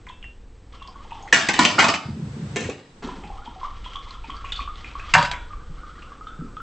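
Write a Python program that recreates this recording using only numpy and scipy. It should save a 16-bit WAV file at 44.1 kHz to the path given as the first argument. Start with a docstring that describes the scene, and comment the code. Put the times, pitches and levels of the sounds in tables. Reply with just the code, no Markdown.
"""A wooden-floored room, where a chain of homemade contraptions runs over building rumble and faint hiss.
Water glugs and trickles into a vessel by bubble resonance; small parts tick and glass clinks. A plastic
cup drops into a ladle, a lever clatters, a corn cob rolls thumping over the boards and trips metal tongs;
later a wooden arm slams against a table. Each impact excites the damped normal modes of what it strikes."""
import sys
import numpy as np
from scipy import signal
from scipy.fft import rfft, irfft, next_fast_len
from scipy.io import wavfile

SR = 44100
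rng = np.random.default_rng(int(sys.argv[2]) if len(sys.argv) > 2 else 0)


def unload_wav(signal):
    """Save mono or channel-first audio to the path in sys.argv[1] as 16-bit WAV at rate SR, clipped to [-1, 1]."""
    wavfile.write(
        sys.argv[1],
        SR,
        np.round(np.clip(np.atleast_2d(signal).T, -1, 1) * 32767).astype(np.int16),
    )


N = 291926
TIME = np.arange(N) / SR


def from_db(db):
    """Amplitude ratio of a level in decibels."""
    return 10 ** (np.asarray(db) / 20)


def unit_rms(x):
    """Normalisation to unit mean power."""
    return x / np.sqrt(np.mean(x ** 2) + 1e-20)


def in_time(rows):
    """Linear interpolation of each column at every sample."""
    times, *columns = np.transpose(rows)
    return [np.interp(TIME, times, column) for column in columns]


def at_hz(points, hz):
    """Interpolation on a logarithmic frequency axis."""
    freqs, values = np.transpose(points)
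    return np.interp(np.log(np.maximum(hz, 1)), np.log(freqs), values)


def colour(x, spectrum):
    """Zero-phase filtering by a curve of f/Hz, gain/dB."""
    size = next_fast_len(x.shape[-1])
    gain = from_db(at_hz(spectrum, np.fft.rfftfreq(size, 1 / SR)))
    return irfft(rfft(x, size) * gain, size)[..., :x.shape[-1]]


def band(x, low_hz, high_hz):
    """Causal band-pass filtering."""
    return signal.sosfilt(signal.butter(2, [low_hz, high_hz], "band", fs=SR, output="sos"), x)


def ring(x, hz, t60):
    """Damped harmonic oscillator: its impulse response is a decaying unit sine."""
    r, w = from_db(-60 / (t60 * SR)), 2 * np.pi * hz / SR
    return signal.lfilter([0, np.sin(w)], [1, -2 * r * np.cos(w), r * r], x + 1e-18)


def add(track, onset, sound):
    """Superposition of a sound at an onset in seconds."""
    at = round(onset * SR)
    track[at:at + len(sound)] += sound[:max(N - at, 0)]


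# the only stretch in which the ears differ: start t/s, end t/s
WIDE_SPAN = (1.25, 3.02)
# left-right difference of diffuse sound: f/Hz, gain/dB
SIDE_SPECTRUM = [(100, -42), (300, -48.5), (700, -4), (2000, -4), (8000, -3)]
def spread(side):
    """Interaural difference: a signal in antiphase at the two ears widens the sound."""
    gate = np.clip(np.minimum(TIME - WIDE_SPAN[0], WIDE_SPAN[1] - TIME) / 0.0079, 0, 1)
    return gate * colour(side, SIDE_SPECTRUM) * [[1], [-1]]


# spectral densities of rumble and hiss: f/Hz, relative level/dB
RUMBLE_SPECTRUM = [(8.8, -33.5), (15, 6.5), (33, -0.5), (54, 1.5), (64, -4.5), (130, -19.5), (170, -53.5),
                   (290, -120)]
HISS_SPECTRUM = [(53, -37.5), (90, -0.5), (318, -5), (356, -7), (392, -10), (474, -4.5), (644, -17.5),
                 (695, -13.5), (962, -15.5), (7150, -30.5), (8660, -21.5), (11300, -78.5), (19100, -120)]
# their envelopes: t/s, level/dB
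RUMBLE_ENVELOPE = [(0, -40), (1.27, -44), (1.4, -55), (1.62, -45), (1.7, -68), (2.65, -77), (2.95, -57),
                   (3.1, -32), (3.21, -43), (3.34, -33), (3.45, -44), (3.85, -35), (4.0, -40.5),
                   (4.24, -36.5), (5.75, -35), (6.2, -44), (6.62, -41.5)]
HISS_ENVELOPE = [(0, -53), (.46, -56.5), (1.27, -51), (1.4, -45.5), (1.8, -34), (2.0, -49), (2.65, -40.5),
                 (2.82, -54.5), (3.2, -47.5), (3.5, -54), (6.62, -50.5)]
def room_tone():
    """Ambient noise with a continuous spectrum: building rumble, alike in both ears, and faint hiss."""
    (rumble_db,), (hiss_db,) = in_time(RUMBLE_ENVELOPE), in_time(HISS_ENVELOPE)
    rumble = unit_rms(colour(rng.standard_normal(N), RUMBLE_SPECTRUM))
    mid, side = colour(rng.standard_normal((2, N)), HISS_SPECTRUM)
    hiss = (mid + from_db(1.5) * spread(side)) / np.std(band(mid, 130, 1000))
    return from_db(rumble_db) * rumble + from_db(hiss_db) * hiss


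# reverberation time of the room: f/Hz, T60/s
ROOM_DECAY = [(100, 0.39), (1000, 0.41), (4000, 0.33), (9000, 0.11)]
def reverberation(mid_send, side_send):
    """Diffuse field: dense reflections act as noise that decays exponentially in each band."""
    t = np.arange(int(.8 * SR)) / SR
    edges_hz = 60 * 2 ** np.arange(0, 9.)
    edges_hz[-1] = 12000
    noise = rng.standard_normal((2, len(t))) * (1 - np.exp(-t / 0.0023))
    response = sum(band(noise, low, high) * from_db(-60 * t / at_hz(ROOM_DECAY, np.sqrt(low * high)))
                   for low, high in zip(edges_hz, edges_hz[1:]))
    response[1] *= 1 + 8.6 * np.exp(-t / .02)   # early reflections differ most between the ears
    response /= np.linalg.norm(response, axis=1, keepdims=True)
    mid, side = signal.fftconvolve(np.array([mid_send, side_send]), response, axes=1)[:, :N]
    return mid + spread(side)


# clinks of a glass part: t/s, level/dB, f/Hz, free ringing time/s
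GLASS_CLINKS = [(0.108, -46.5, 2670, 0.19), (0.232, -34.5, 2750, 0.087), (0.798, -44, 2750, 0.083),
                (1.11, -49, 2830, 0.096)]
def glass():
    """Contact damping: one mode rings freely, then dies faster once the part is touched."""
    out, t = np.zeros(N), np.arange(SR // 2) / SR
    for onset, db, hz, free_s in GLASS_CLINKS:
        decay_db = -60 * t / 0.36 - 60 * np.maximum(t - free_s, 0) / 0.14
        attack = 1 - np.exp(-t / 0.012)
        add(out, onset, from_db(db + decay_db) * attack * np.sin(2 * np.pi * hz * t))
    return out


def spiky_noise(length, uneven_db):
    """Heavy-tailed noise: each sample takes its own random gain."""
    return rng.standard_normal(length) * from_db(uneven_db * np.minimum(rng.exponential(1, length), 4))


def rattle(t60, crack, uneven_db):
    """Contact chatter: a hard burst with one sharp impulse, then a dense, uneven decay."""
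    t = np.arange(SR // 3) / SR
    contacts = spiky_noise(len(t), uneven_db)
    contacts *= from_db(2.5 * np.repeat(rng.standard_normal(len(t) // 150), 150))   # small clumps
    burst, tail = 0.7 * np.exp(-t / 0.0046), .5 * from_db(-60 * t / t60)
    attack = np.minimum(t / 0.00082, 1) ** 2
    force = unit_rms(contacts) * (burst + tail) * attack
    force[round(.002 * SR)] += crack
    return force


# ticks of small parts and splashes: t/s, level/dB, f/Hz, rattle T60/s
SMALL_IMPACTS = [(0.0663, -49, 1990, 0.21), (0.086, -49, 3410, 0.14), (.24, -53.5, 1900, 0.07),
                 (0.2265, -53.5, 2890, 0.073), (0.7973, -60, 2880, 0.065), (0.823, -48.5, 3390, .05),
                 (.8738, -53.5, 4730, 0.13), (1.1057, -49.5, 2640, 0.094), (1.1277, -53.5, 3400, 0.048),
                 (1.225, -58, 6500, .06), (1.2748, -47, 1960, 0.15), (3.236, -47.5, 2650, 0.1),
                 (3.4558, -51.5, 3270, .12), (3.8425, -47.5, 3220, 0.23), (3.8595, -49, 3240, 0.12),
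                 (3.933, -44.5, 3120, 0.066), (3.9574, -46, 3440, 0.061), (4.106, -44, 4180, .03),
                 (4.138, -52, 3400, .05), (4.237, -52.5, 2480, 0.24), (4.3014, -50.5, 3260, .08),
                 (4.3655, -53, 4650, 0.045), (4.447, -46, 2500, 0.27), (4.4881, -48, 2520, 0.37),
                 (4.5201, -35, 3580, 0.13), (4.5591, -45, 4300, 0.3), (4.602, -40, 2470, .05),
                 (4.6178, -49, 3180, .08), (4.7556, -48, 3480, 0.053), (4.8431, -47, 2440, 0.5),
                 (4.995, -45.5, 2470, 0.16), (5.0355, -54.5, 2320, .1), (5.3333, -38.5, 2080, 0.14),
                 (5.5254, -53, 2380, 0.075), (6.0202, -46.5, 2720, 0.04), (6.27, -53, 3530, 0.12),
                 (6.567, -55.5, 3320, 0.085)]
def ticks():
    """Forced response: a short rattle drives one heavily damped, hence broad, resonance."""
    out = np.zeros(N)
    for onset, db, hz, t60 in SMALL_IMPACTS:
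        force = rattle(t60, crack=1.8, uneven_db=-6.5)[:SR // 4]
        add(out, onset, from_db(db) * (ring(force, hz, t60=0.007) + band(force, 1600, 8500)))
    return out


def bubble(hz, t60, rise):
    """Bubble resonance: trapped air pulsates, its pitch climbing as it nears the surface."""
    t = np.arange(int(.15 * SR)) / SR
    attack = 1 - np.exp(-t / 0.00078)
    return np.sin(2 * np.pi * hz * t * (1 + rise * t)) * from_db(-60 * t / t60) * attack


def spray():
    """Random excitation: clumps of droplets drive broad resonances, and the vessel wall sings faintly."""
    drops = spiky_noise(N, uneven_db=1.2)
    clump_times = np.linspace(0, TIME[-1], N // 500)
    drops *= from_db(4.5 * np.interp(TIME, clump_times, rng.standard_normal(N // 500)))
    fizz = (ring(drops, 3220, 0.0033) + 0.82 * ring(drops, 2160, 0.0048)
            + 0.67 * ring(drops, 3980, 0.0026) + 0.067 * ring(drops, 6500, 0.00057))
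    wall = 0.19 * ring(drops, 1369, 0.09)
    return unit_rms(fizz + wall)


# one envelope for each pour: t/s, bubble level/dB, spray level/dB
POURS = [
    [(.72, -48, -43), (.8, -54, -61), (1.3, -46, -51)],
    [(3.02, -43, -38), (3.2, -50, -59), (3.62, -53.5, -51.5), (4.52, -46.5, -52), (4.8, -59.5, -51.5),
     (5.04, -41, -46.5), (5.12, -57, -41)],
    [(5.35, -48, -54), (5.67, -55, -63.5), (6.02, -47, -54.5), (6.17, -54, -61), (6.62, -57, -78)],
]
# air column above the water, falling in the first pour, rising as the second vessel fills: t/s, f/Hz
COLUMN_RESONANCE = [(.72, 1106), (1.3, 854), (3.02, 885), (3.7, 1069), (5.0, 1200), (6.62, 1284)]
def trickle():
    """Air-column resonance: small bubbles cluster round the vessel's pitch, under a fine spray."""
    out, bubbles_per_s = np.zeros(N), 150
    (column_hz,) = in_time(COLUMN_RESONANCE)
    for pour in POURS:
        bubbles_db, spray_db = in_time(pour)
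        start, end = pour[0][0], pour[-1][0]
        flowing = np.clip(np.minimum(TIME - start, end + 0.12 - TIME) / .03, 0, 1)
        births = np.sort(rng.uniform(start, end, int(bubbles_per_s * (end - start))))
        bubbles = np.zeros(N)
        for onset in births:
            detune, strength = rng.standard_normal(2)
            hz = np.interp(onset, TIME, column_hz) * np.exp(0.127 * detune)
            add(bubbles, onset, from_db(6.5 * strength) * bubble(hz, t60=0.075, rise=2.5))
        bubbles /= np.sqrt(np.sum(bubbles ** 2) / np.sum(flowing))   # unit power over the pour
        out += from_db(bubbles_db) * bubbles + flowing * from_db(spray_db) * spray()
    return out


# large single bubbles: t/s, level/dB, starting f/Hz
LARGE_BUBBLES = [(0.072, -35.5, 996), (.098, -29.5, 990), (.819, -30, 1077), (.957, -31, 1085),
                 (1.12, -24, 920), (1.153, -30, 893), (1.233, -31.5, 782), (1.263, -33, 854),
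                 (3.089, -23, 989), (3.241, -30, 817), (3.301, -27.5, 804), (3.382, -35.5, 1217),
                 (3.462, -32.5, 852), (3.475, -26.5, 927), (3.561, -33, 750), (3.613, -28, 1066),
                 (3.631, -18.5, 1026), (3.648, -18.5, 1140), (3.67, -26, 1024), (3.861, -27.5, 997),
                 (3.955, -24, 1098), (3.967, -23.5, 1120), (4.108, -31, 1060), (4.242, -30.5, 892),
                 (4.297, -23, 1087), (4.343, -30, 1130), (4.367, -35, 1150), (4.443, -23.5, 1087),
                 (4.592, -19.5, 1118), (4.61, -29, 1122), (4.676, -21, 1129), (4.688, -25, 1195),
                 (4.953, -22, 1106), (5.506, -34.5, 1200), (5.533, -26.5, 1154), (5.833, -32.5, 1200),
                 (5.873, -35.5, 1166), (5.979, -38, 1170), (6.119, -29.5, 1137), (6.21, -29.5, 1246),
                 (6.269, -25, 1278), (6.335, -37, 1342), (6.41, -32.5, 1287), (6.568, -25, 1252),
                 (6.603, -25, 1340)]
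def glugs():
    """Free oscillation: each large bubble sounds one short, rising note."""
    out = np.zeros(N)
    for onset, db, hz in LARGE_BUBBLES:
        add(out, onset, from_db(db) * bubble(hz, t60=0.066, rise=0.91))
    return out


# starts of a short pattern of rolling thumps, heard twice: t/s
PATTERN_STARTS = (2.166, 2.364)
# thumps within that pattern: t/s from its start, level/dB, f/Hz
PATTERN_THUMPS = [(0, -16.5, 214), (.03, -14, 197.4), (0.058, -14.5, 165), (.072, -15.5, 157.6),
                  (0.099, -15.5, 130), (.14, -19, 121), (.168, -23.5, 132)]
# single bumps on the boards: t/s, level/dB, f/Hz
BOARD_BUMPS = [(1.33, -4, 490), (1.362, -24, 255), (1.49, -6, 480), (1.593, -8, 296), (1.607, -4.5, 213),
               (1.649, -18.5, 333), (1.819, -16, 255), (1.937, -32, 249), (2.055, -16.5, 131),
               (2.086, -13, 204), (2.103, -17.5, 122.5), (2.126, -16, 136.4), (2.636, -21, 145),
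               (2.656, -20.5, 114), (2.689, -4.5, 466), (3.043, -13, 251), (3.12, -23.5, 268),
               (3.182, -22.5, 212), (3.248, -26.5, 190), (3.478, -25, 252), (4.283, -24.5, 266),
               (4.611, -28.5, 243), (5.164, -8, 148), (5.189, -15.5, 148), (5.697, -26, 148),
               (6.39, -18, 161), (6.419, -16.5, 247), (6.444, -21.5, 240)]
def floorboards():
    """Constant-Q damping: soft contacts ring the boards for the same few cycles at any pitch."""
    out, t = np.zeros(N), np.arange(SR // 5) / SR
    attack, t60_cycles = 1 - np.exp(-t / 0.0045), 10.7
    rolling = [(start + delay, db, hz) for start in PATTERN_STARTS for delay, db, hz in PATTERN_THUMPS]
    for onset, db, hz in rolling + BOARD_BUMPS:
        modes = np.sin(2 * np.pi * hz * t) + 0.18 * np.sin(3.3 * np.pi * hz * t)
        add(out, onset, from_db(db - 60 * t * hz / t60_cycles) * modes * attack)
    return out


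def loose_parts(t60):
    """Cavity resonance: loose parts meet differently each time, so their rattle rings other hollows."""
    force = rattle(t60, crack=0.94, uneven_db=3.5)
    hollows = sum(ring(force, hz, t60=0.069) for hz in 200 * 2 ** rng.uniform(0, 5, 24))
    return force + 0.63 * hollows * np.std(force) / np.std(hollows)


# modes of metal lever and ladle, tongs and base, wooden arm and table: f/Hz, level/dB, T60/s
LEVER_MODES = [(200, -3, .2), (295, -4, .2), (474, -6, .15), (723, -6, .15), (795, -4, .2), (850, -5, .2),
               (931, -6, .2), (1093, -5, .2), (1180, -6, .2), (1707, -8, .15), (2191, -10, .15),
               (2514, -10, .15), (2821, -8, .2), (2950, -9, .2), (6718, -23, .4), (7407, -27, .35),
               (7851, -32, .3)]
TONGS_MODES = [(281, -7, 0.11), (467, -1, 0.14), (1200, -16, .08), (1660, 0, 0.066), (2560, -5.5, 0.055)]
ARM_MODES = [(148, -1.5, 0.22), (800, -22, 0.069), (940, 0.5, 0.46), (975, 1, 0.44), (987, -4, 0.33),
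             (1107, -1.5, 0.34), (1530, 6, 0.13), (1750, -19, .15), (1896, -12.5, 0.47), (2440, -10, 0.31),
             (3440, -10.5, 0.28)]
# lever, tongs, arm: thud level/dB re knock, crack level/dB re clack, ring level/dB re the louder one
PART_LEVELS = [(-5, -7, -13.5), (5, -4.5, -8), (-12, -9.5, -11)]
# bands of clack, thud, knock and crack: lower f/Hz, upper f/Hz
IMPACT_BANDS = ((1500, 3800), (120, 500), (500, 1500), (3800, 9500))
# parts crashing together: t/s, clack level/dB, knock level/dB, rattle T60/s
COLLISIONS = [(1.3256, -11, -37.5, 0.36), (1.3434, -18.5, -26.5, 1), (1.3638, -28, -21, 0.28),
              (1.4866, -12, -20, 0.13), (1.5336, -24, -30.5, 1), (1.59, -13, -15, 0.54),
              (1.6498, -15, -21.5, 0.28), (1.6985, -34, -31, 0.13), (1.781, -37, -19, 0.13),
              (1.7873, -11.5, -12, 0.17), (1.798, -16.5, -32.5, 0.2), (1.82, -18.5, -20, 0.59),
              (1.842, -17.5, -17, 0.27), (1.882, -15.5, -19.5, 0.19), (1.937, -19.5, -27.5, 0.11),
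              (1.9519, -30, -38, .083), (2.5593, -24.5, -29, 0.36), (2.6055, -32.5, -39, 0.32),
              (2.6416, -36.5, -44.5, .75), (2.695, -36.5, -39.5, 0.17), (3.0232, -45.5, -40, 0.79),
              (3.0731, -44, -41.5, 0.068), (5.1373, -7, -28, 0.1), (5.1501, -41, -17, 0.19),
              (5.1787, -24, -17, 0.25), (5.2254, -23, -23, 0.16), (5.249, -25, -49, 0.16),
              (5.3132, -23, -34, 0.061)]
def crashes():
    """Impact excitation: a blow shakes wood and plastic broadly and rings the struck part's modes."""
    broad, ringing, t = np.zeros(N), np.zeros(N), np.arange(SR // 3) / SR
    impulse = np.arange(SR // 2) == 0
    tongs_from_s, arm_from_s = 2.3, 4
    for onset, clack_db, knock_db, t60 in COLLISIONS:
        part = (onset > tongs_from_s) + (onset > arm_from_s)
        modes = (LEVER_MODES, TONGS_MODES, ARM_MODES)[part]
        thud_db, crack_db, ring_db = PART_LEVELS[part]
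        shake = loose_parts(t60)
        bands_db = (clack_db, knock_db + thud_db, knock_db, clack_db + crack_db)
        for db, (low, high) in zip(bands_db, IMPACT_BANDS):
            damped = shake * np.exp(-t * low * 0.0012)   # higher vibrations are lost sooner
            bandwidth_gain = np.sqrt(SR / 2 / (high - low))
            add(broad, onset, from_db(db) * bandwidth_gain * band(damped, low, high))
        strengths = from_db(rng.normal(0, 2.5, len(modes))) * rng.choice([-1, 1], len(modes))
        strengths *= from_db(max(clack_db, knock_db) + ring_db)
        for (hz, db, mode_t60), strength in zip(modes, strengths):
            add(ringing, onset + 0.002018, from_db(db) * strength * ring(impulse, hz, mode_t60))
    # colour of the broadband part: f/Hz, gain/dB
    tilt = [(70, -7.5), (140, -10), (1000, 5), (1800, 8), (3500, -2), (5000, 13.5), (9000, 0.5)]
    return colour(broad, tilt) + ringing


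def scene():
    """Superposition of direct sound, reverberant field and ambient noise."""
    crash, water, ticking, boards = crashes(), glugs() + trickle(), ticks(), floorboards()
    direct = crash + water + ticking + boards + glass()
    send = from_db(-12.5) * crash + from_db(-5) * water + from_db(-6) * ticking + from_db(-5.5) * boards
    return direct + reverberation(send, side_send=from_db(-7.5) * crash) + room_tone()


def record(dry):
    """Soft saturation rounds the peaks; a steep low-pass limits the bandwidth."""
    stopband_hz = 9050
    lowpass = signal.cheby2(16, 70, stopband_hz, fs=SR, output="sos")
    return signal.sosfilt(lowpass, 1.223 * np.tanh(dry / 1.355))


dry = scene()
out = record(dry)
unload_wav(out)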